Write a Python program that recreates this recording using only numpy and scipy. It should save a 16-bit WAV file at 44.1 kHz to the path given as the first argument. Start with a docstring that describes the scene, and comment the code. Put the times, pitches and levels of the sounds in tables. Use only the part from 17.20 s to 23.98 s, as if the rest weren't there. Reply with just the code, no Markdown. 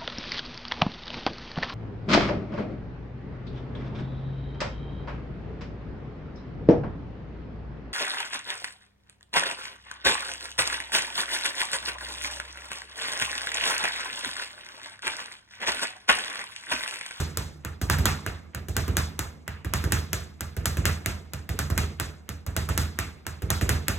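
"""A leather speed bag under a wooden board in a small hard room. It opens on a bag already swinging from a punch.
Then, over and over, two quick punches each throw it at the far edge; it swings free to the near edge and back.
Each contact slaps (spike, crackle), pops and knocks (decaying sines) and booms at the same moment through board,
wall and room (low decaying sines). A noise tail decays over the next second; a steady noise floor lies beneath.
It ends in mid-swing."""
import sys
import numpy as np
from scipy import signal
from scipy.fft import rfft, irfft, next_fast_len
from scipy.io import wavfile
from scipy.ndimage import uniform_filter1d

SR = 44100
rng = np.random.default_rng(int(sys.argv[2]) if len(sys.argv) > 2 else 0)


def master_out(mix):
    """Clip the mix to full scale and print it as 16-bit PCM to the path in sys.argv[1]."""
    frames = np.transpose(np.atleast_2d(mix))
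    ceiling = np.clip(frames, -1, 1)
    pcm = np.round(ceiling * 32767).astype(np.int16)
    wavfile.write(sys.argv[1], SR, pcm)


N = 298998
LEAD_S = .15  # room for blows that fall before time zero
SLAP_LAG_S = .001  # the leather flattens briefly before it slaps


def undb(db):
    """Decibels to amplitude."""
    return 10 ** (np.asarray(db) / 20)


def band(x, lo_hz, hi_hz):
    """Keep one frequency band."""
    return signal.sosfilt(signal.butter(3, [lo_hz, min(hi_hz, .45 * SR)], "band", fs=SR, output="sos"), x)


def soften(x, order, hz, kind="low"):
    """Gently sloped low or high pass."""
    return signal.sosfilt(signal.butter(order, hz, kind, fs=SR, output="sos"), x)


def unit(x):
    """Scale to an RMS of one."""
    return x / np.sqrt(np.mean(x ** 2))


def add(out, sound, s):
    """Mix a sound in at time s; the buffer starts LEAD_S early."""
    i = int(round((s + LEAD_S) * SR))
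    out[..., i:i + sound.shape[-1]] += sound[..., :out.shape[-1] - i]


def ring(hz, t60, gain, seconds):
    """Sum of decaying sines started by one push."""
    t = np.arange(int(seconds * SR)) / SR
    decay = np.exp(-np.log(1000) * np.outer(1 / t60, t))
    return gain @ (np.sin(2 * np.pi * np.outer(hz, t)) * decay)


def flicker(size, rate):
    """Random levels held 1 / rate seconds and slewed; spread near 1."""
    hold = int(SR / rate)
    steps = np.repeat(rng.standard_normal(size // hold + 1), hold)
    return 1.07 * uniform_filter1d(steps, hold)[:size]


# bag meets board: (time [s], snap [dB], knock [dB], weight [dB], pop [Hz]), levels relative
BOARD_HITS = [(-.038, -11.5, -20.5, -25.5, 1670), (0.1717, -18.5, -25, -33, 1550),
              (0.4482, -30.5, -30, -34, 1370), (0.6984, -13, -16, -23.5, 1500),
              (0.855, -11, -15, -24.5, 1390), (1.063, -25.5, -24, -34, 1590),
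              (1.3471, -30.5, -30.5, -34, 1580), (1.5656, -15.5, -21.5, -25.5, 1570),
              (1.7679, -14, -19.5, -26, 1580), (1.991, -20, -25, -35.5, 1420),
              (2.2781, -32, -28, -35.5, 1640), (2.5363, -16, -20.5, -26.5, 1340),
              (2.7209, -13, -19.5, -23.5, 1830), (2.9306, -18, -24, -33, 1710),
              (3.2071, -24.5, -29, -34.5, 1500), (3.456, -14, -22, -27, 1390),
              (3.6538, -13, -17.5, -24, 1680), (3.8596, -18.5, -22.5, -31, 2140),
              (4.1342, -29, -31, -34.5, 1420), (4.3896, -18.5, -24, -29, 1500),
              (4.577, -15.5, -20, -25.5, 2100), (4.7984, -19.5, -24.5, -34, 1550),
              (5.0903, -30, -32.5, -35.5, 1420), (5.3645, -18, -23, -27, 1440),
              (5.5764, -14, -21, -25, 1390), (5.7879, -19.5, -22.5, -34, 1850),
              (6.0657, -26, -28.5, -36, 1570), (6.3027, -14, -20.5, -26, 1210),
              (6.4915, -14, -19, -22, 1690), (6.6817, -15.5, -20.5, -30, 2040)]
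# fist meets bag: (time [s], snap [dB], knock [dB], weight [dB], pop [Hz]), levels relative
FIST_HITS = [(-0.15, -23, -15, -18.5, 1800), (0.614, -27, -32, -26.5, 1390), (0.7849, -27, -30, -23, 1600),
             (1.484, -32.5, -40.5, -29.5, 1610), (1.679, -33, -33, -25, 1190),
             (2.4464, -37, -35.5, -29, 1700), (2.6396, -29.5, -31.5, -25, 1610),
             (3.3655, -35.5, -36.5, -28.5, 1620), (3.57, -31, -31, -24.5, 1600),
             (4.2906, -31, -33, -28, 1820), (4.5008, -29.5, -30.5, -24.5, 1140),
             (5.264, -35.5, -36.5, -30, 1170), (5.4883, -26.5, -27, -26, 1280),
             (6.2201, -38, -37, -27.5, 1630), (6.4114, -25.5, -27.5, -23, 1930)]
# slap grows with snap, thud with weight, by striking place:
# (slap offset [dB], slap slope [dB per dB], thud offset [dB], thud slope [dB per dB])
LEVEL_LAWS = {"near": (9.5, 1.12, -7.5, 0.81), "fist": (7.5, 0.69, 2.3, 1.564), "far": (4, 0.8, -12.5, 0.9)}


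def blows():
    """All contacts in order, with layer levels; a punch sends the bag to the far edge, a free swing changes edge."""
    rows = sorted([(*r, "fist") for r in FIST_HITS] + [(*r, "board") for r in BOARD_HITS])
    out, place = [], "fist"
    for s, snap_db, knock_db, weight_db, pop_hz, kind in rows:
        if kind == "fist":
            place = "fist"
        else:
            place = "near" if place == "far" else "far"
        slap_offset, slap_slope, thud_offset, thud_slope = LEVEL_LAWS[place]
        slap_db = slap_offset + slap_slope * snap_db
        thud_db = thud_offset + thud_slope * weight_db
        out.append((s, slap_db, knock_db, weight_db, pop_hz, thud_db, snap_db, place))
    return out


# early echoes off board, wall and arms: (delay [s], level against the spike [dB])
NEAR_ECHOES = [(.00035, -1.5), (.0022, -16), (.0032, -11), (.0065, -15.5), (.0095, -16), (0.011, -15)]


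def slap(size, lo_hz=2000, hi_hz=13500, rattle_db=-26, rattle_s=0.003, touch_db=-22, touch_s=0.0007,
         spike_db=5, fist_spike_db=-12, tick_db=-2, knuckle_s=0.0084, knuckle_db=-5, gain_db=8):
    """Leather meeting flat: a rising touch, a steep spike with near echoes, a short crackle; a fist lands twice."""
    t, out = np.arange(900) / SR - SLAP_LAG_S, np.zeros(size)
    touch = undb(touch_db) * np.exp(np.minimum(t, 0) / touch_s)
    rattle = undb(rattle_db) * np.exp(-np.maximum(t, 0) / rattle_s)
    shape = np.where(t < 0, touch, rattle)
    delay, echo_db = np.transpose(NEAR_ECHOES)
    for s, slap_db, *_, place in blows():
        level_db = slap_db + gain_db
        crackle = shape * rng.standard_normal((2, len(t)))
        spike = undb(fist_spike_db if place == "fist" else spike_db)
        crackle[:, np.argmax(t >= 0)] = spike
        moved = delay * (1 + 0.14 * rng.standard_normal(len(delay)))  # the bag never lands twice on one spot
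        echo = spike * undb(echo_db) * rng.uniform(-1.12, 1, len(delay))
        crackle[0, np.searchsorted(t, np.clip(moved, 0, .018))] += echo
        add(out, undb(level_db) * crackle[0], s)
        if place == "fist":
            # skin on leather: a thin bright tick, then a second landing
            add(out, undb(level_db + tick_db) * np.array([.5, -1, .5]), s + SLAP_LAG_S)
            add(out, undb(level_db + knuckle_db) * crackle[1], s + knuckle_s)
    return soften(soften(out, 2, lo_hz, "high"), 2, hi_hz)


# short rings of wood and leather: (frequency [Hz], decay t60 [s], relative level [dB])
WOOD_MODES = [(370, 0.18, -3.5), (656, 0.054, -11.5), (1250, 0.014, -26.5), (1620, 0.017, 0.5),
              (1944, 0.03, -3.5), (2418, 0.038, -8), (3100, 0.011, -6.5)]


def knock(size, scatter_db=-2.5, detune=0.044, gain_db=-6, pop_db=12, pop_t60=0.0068, focus_oct=0.84,
          wall_s=0.011, wall_db=-10.5):
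    """The air in the bag pops at its own pitch; wood modes near that pitch ring on, in a new mix each time."""
    hz, t60, mode_db = np.transpose(WOOD_MODES)
    out = np.zeros((2, size))
    for s, _, knock_db, _, pop_hz, *_ in blows():
        level_db, start = knock_db + gain_db, s + SLAP_LAG_S
        pitch = hz * (1 + detune * rng.standard_normal(len(hz)))
        focus = np.exp(-.5 * (np.log2(hz / pop_hz) / focus_oct) ** 2) + 0.25
        mix = focus * undb(mode_db + scatter_db * rng.standard_normal((2, len(hz))))
        pop = ring(np.array([pop_hz]), np.array([pop_t60]), undb([pop_db]), .05)
        add(out, undb(level_db) * (ring(pitch, t60, mix, .05) + pop), start)
        add(out, undb(level_db + wall_db) * pop, start + wall_s)  # the wall returns the pop
    return out


# low modes of board, wall and room, with the signed share each striking place gives them:
# (frequency [Hz], decay t60 [s], near edge [gain], fist [gain], far edge [gain])
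LOW_MODES = [(53.5, 0.35, -0.51, -0.76, -0.54), (60.6, 0.16, 0.9, 1.8, 0.88),
             (74, 0.93, -0.24, -0.083, 0.25), (80.34, 0.6, 0.49, -0.36, -0.97),
             (82.65, 0.31, -1.17, -0.92, 0.13), (95.65, 0.37, -0.52, -0.79, -0.74),
             (100, 0.16, 1, 2.02, 0.58), (116.4, 0.12, 0.45, -0.27, 0.95),
             (126.1, 0.27, -0.36, -0.4, -0.55), (139.8, 0.57, 0.059, 0.024, 0.26),
             (152, 0.054, -0.49, -0.088, -0.73), (168.6, 0.51, -0.095, -0.26, -0.21),
             (186.2, 0.6, 0.099, 0.062, -0.024), (203.9, 0.68, 0.078, 0.055, 0.17),
             (242, 0.13, 0.0083, -0.03, -0.23), (255, 0.15, 0.024, -0.024, 0.014),
             (320, 0.078, -0.018, -0.0083, -0.13)]
# onset of the boom against the blow, by striking place: (lag [s]), negative is early
LOW_LAG_S = {"near": -.0007, "fist": 0, "far": -.0005}
# boom level added to the weight, by striking place: (level [dB])
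LOW_GAIN_DB = {"near": 9, "fist": 2.5, "far": 4}


def boom(size):
    """Every blow at one place rings the low modes of board, wall and room in the same proportions."""
    hz, t60, *share = np.transpose(LOW_MODES)
    shape = {place: ring(hz, t60, gain, 0.88) for place, gain in zip(("near", "fist", "far"), share)}
    out = np.zeros(size)
    for s, _, _, weight_db, *_, place in blows():
        level = undb(weight_db + LOW_GAIN_DB[place])
        add(out, level * shape[place], s + LOW_LAG_S[place])
    return out


# squashed bag: (frequency [Hz], decay t60 [s], relative level [dB])
BAG_MODES = [(320, 0.048, 2), (370, 0.022, -7), (557, 0.059, -4)]


def thud(size, gain_db=-3, detune=0.02):
    """The whole bag squashes and springs back: short low rings, slightly detuned each time."""
    hz, t60, mode_db = np.transpose(BAG_MODES)
    out = np.zeros(size)
    for s, *_, thud_db, _, _ in blows():
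        pitch = hz * (1 + detune * rng.standard_normal(len(hz)))
        add(out, ring(pitch, t60, undb(thud_db + gain_db + mode_db), .05), s + SLAP_LAG_S)
    return out


def swivel(size, early_s=0.013, gain_db=-17, lo_hz=750, hi_hz=2600, grain_db=4):
    """The swivel rattles as the bag swings up to the board: lumpy noise just ahead of contact."""
    out, span = np.zeros((2, size)), int(early_s * SR)
    for s, _, knock_db, *_, place in blows():
        if place != "fist":
            lumps_db = grain_db * np.repeat(rng.standard_normal(span), 60)[:span]
            grains = rng.standard_normal((2, span)) * undb(lumps_db)
            add(out, undb(knock_db + gain_db) * grains, s - early_s)
    return band(out, lo_hz, hi_hz)


# reverberant bands: (centre [Hz], decay t60 [s], level against the blow [dB], likeness left-right [0-1])
ROOM_BANDS = [(236.5, 0.64, -15.5, 0.89), (384.7, 0.64, -16, 0.73), (619, 0.47, -18, 0.22),
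              (1036, 0.46, -20, 0.17), (1500, 0.38, -17, 0.52), (2330, 0.4, -18.5, 0),
              (4010, 0.42, -20, 0.51), (4900, 0.4, -24.5, 1), (7200, 0.32, -20.5, 1),
              (10100, 0.29, -25.5, 0.3), (13100, 0.28, -27.5, .5)]
# narrow resonances of board, bracket and room that colour the tail:
# (centre [Hz], decay t60 [s], level against the blow [dB], likeness left-right [0-1])
ROOM_RINGS = [(149.2, 0.97, -15.5, 0.98), (312.5, 0.29, -26.5, 1), (493, 0.3, -30, 0.3),
              (658, 0.22, -20, 0.4), (816, 0.3, -26.5, 0.5), (1210, 0.28, -25, 0),
              (1390, 0.35, -27.5, 0.43), (1620, 0.54, -38.5, 0), (2115, 0.86, -35.5, 0),
              (2767, 0.087, -21, 0)]


def tail(size, rise_s=0.00067, fist_db=3, fist_air_db=1, thud_share=0.42, lumpy_db=2, lumps=60, colour_db=3,
         late_db=-23, late_stretch=3.17):
    """Dense reflections, band by band: low bands follow boom and thud, middle ones the knock, high ones the snap."""
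    out, t = np.zeros((2, size)), np.arange(SR) / SR
    bands = [(row, 1.25) for row in ROOM_BANDS] + [(row, 1.05) for row in ROOM_RINGS]
    for (hz, t60, db, alike), span in bands:
        rate = 2 * np.log(1000) / t60  # for power
        late = undb(2 * late_db) * np.exp(-rate * t / late_stretch)  # weaker, slower: the adjoining space
        decay = (np.exp(-rate * t) + late) * (1 - np.exp(-t / rise_s))
        power = np.zeros(size)
        for s, _, knock_db, weight_db, pop_hz, thud_db, snap_db, place in blows():
            fist = place == "fist"
            low_db = thud_share * weight_db + (1 - thud_share) * thud_db + 5
            high_db = snap_db + fist_air_db * fist
            drive_db = np.interp(np.log(hz), np.log([400, 1000, 2500, 5000]),
                                 [low_db, knock_db, knock_db, high_db])
            # the room returns the pop's colour
            drive_db += colour_db * np.exp(-2 * np.log2(hz / pop_hz) ** 2)
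            add(power, undb(2 * (drive_db + db + fist_db * fist)) * decay, s + SLAP_LAG_S)
        mid, side = (unit(band(rng.standard_normal(size), hz / span, hz * span)) for _ in range(2))
        power = power * undb(2 * lumpy_db * flicker(size, lumps))  # reflections arrive in clumps
        alike = np.clip(alike, 0, 1)
        common = np.sqrt(1 + alike) * mid
        opposed = np.sqrt(1 - alike) * side * np.array([[1], [-1]])
        out += np.sqrt(power / 2) * (common + opposed)
    return out


# steady noise bed: (centre [Hz], relative level in the band [dB])
NOISE_BANDS = [(60, -58.5), (150, -57), (500, -64.5), (1500, -76), (10000, -105)]


def floor(size):
    """Quiet steady room and microphone noise, summed from broad bands."""
    return sum(undb(db) * unit(band(rng.standard_normal((2, size)), hz / 1.7, hz * 1.7))
               for hz, db in NOISE_BANDS)


def scene():
    """Mix all layers and drop the lead-in."""
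    lead = int(LEAD_S * SR)
    size = N + lead
    contact = slap(size) + knock(size) + boom(size) + thud(size)
    return (contact + swivel(size) + tail(size) + floor(size))[:, lead:]


# stereo balance: (frequency [Hz], left minus right [dB])
PORT_BALANCE = [(60, -1), (110, -4), (200, -4), (380, -5), (700, -3), (1290, -2.0), (2380, -1), (4400, -2),
                (8120, 0.5), (15000, -0.5)]


def record(dry, split_hz=4000, lag_s=.000192, turn_rad=4.0, rumble_cut_hz=28, ceiling=.72, top_hz=16000):
    """Two ports with their own balance; above the split the right gets the left treble, phase-turned and late."""
    size = next_fast_len(N + 4096)
    hz = np.arange(size // 2 + 1) * SR / size + 1  # 1 Hz up, to keep clear of zero
    left, right = rfft(dry, size)
    balance_hz, balance_db = np.transpose(PORT_BALANCE)
    tilt = undb(np.interp(np.log(hz), np.log(balance_hz), balance_db) / 2)
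    high = 1 / (1 + (split_hz / hz) ** 10)
    shared = left * np.exp(-1j * (2 * np.pi * hz * lag_s + turn_rad))
    right = np.sqrt(1 - high) * right + np.sqrt(high) * shared
    both = irfft(np.array([left * tilt, right / tilt]), size)[:, :N]
    both = soften(both, 1, rumble_cut_hz, "high")
    both = both / (1 + (both / ceiling) ** 4) ** .25  # the loudest peaks are rounded
    return signal.sosfilt(signal.ellip(8, .2, 70, top_hz, fs=SR, output="sos"), both)


dry = scene()
out = record(dry)
master_out(out)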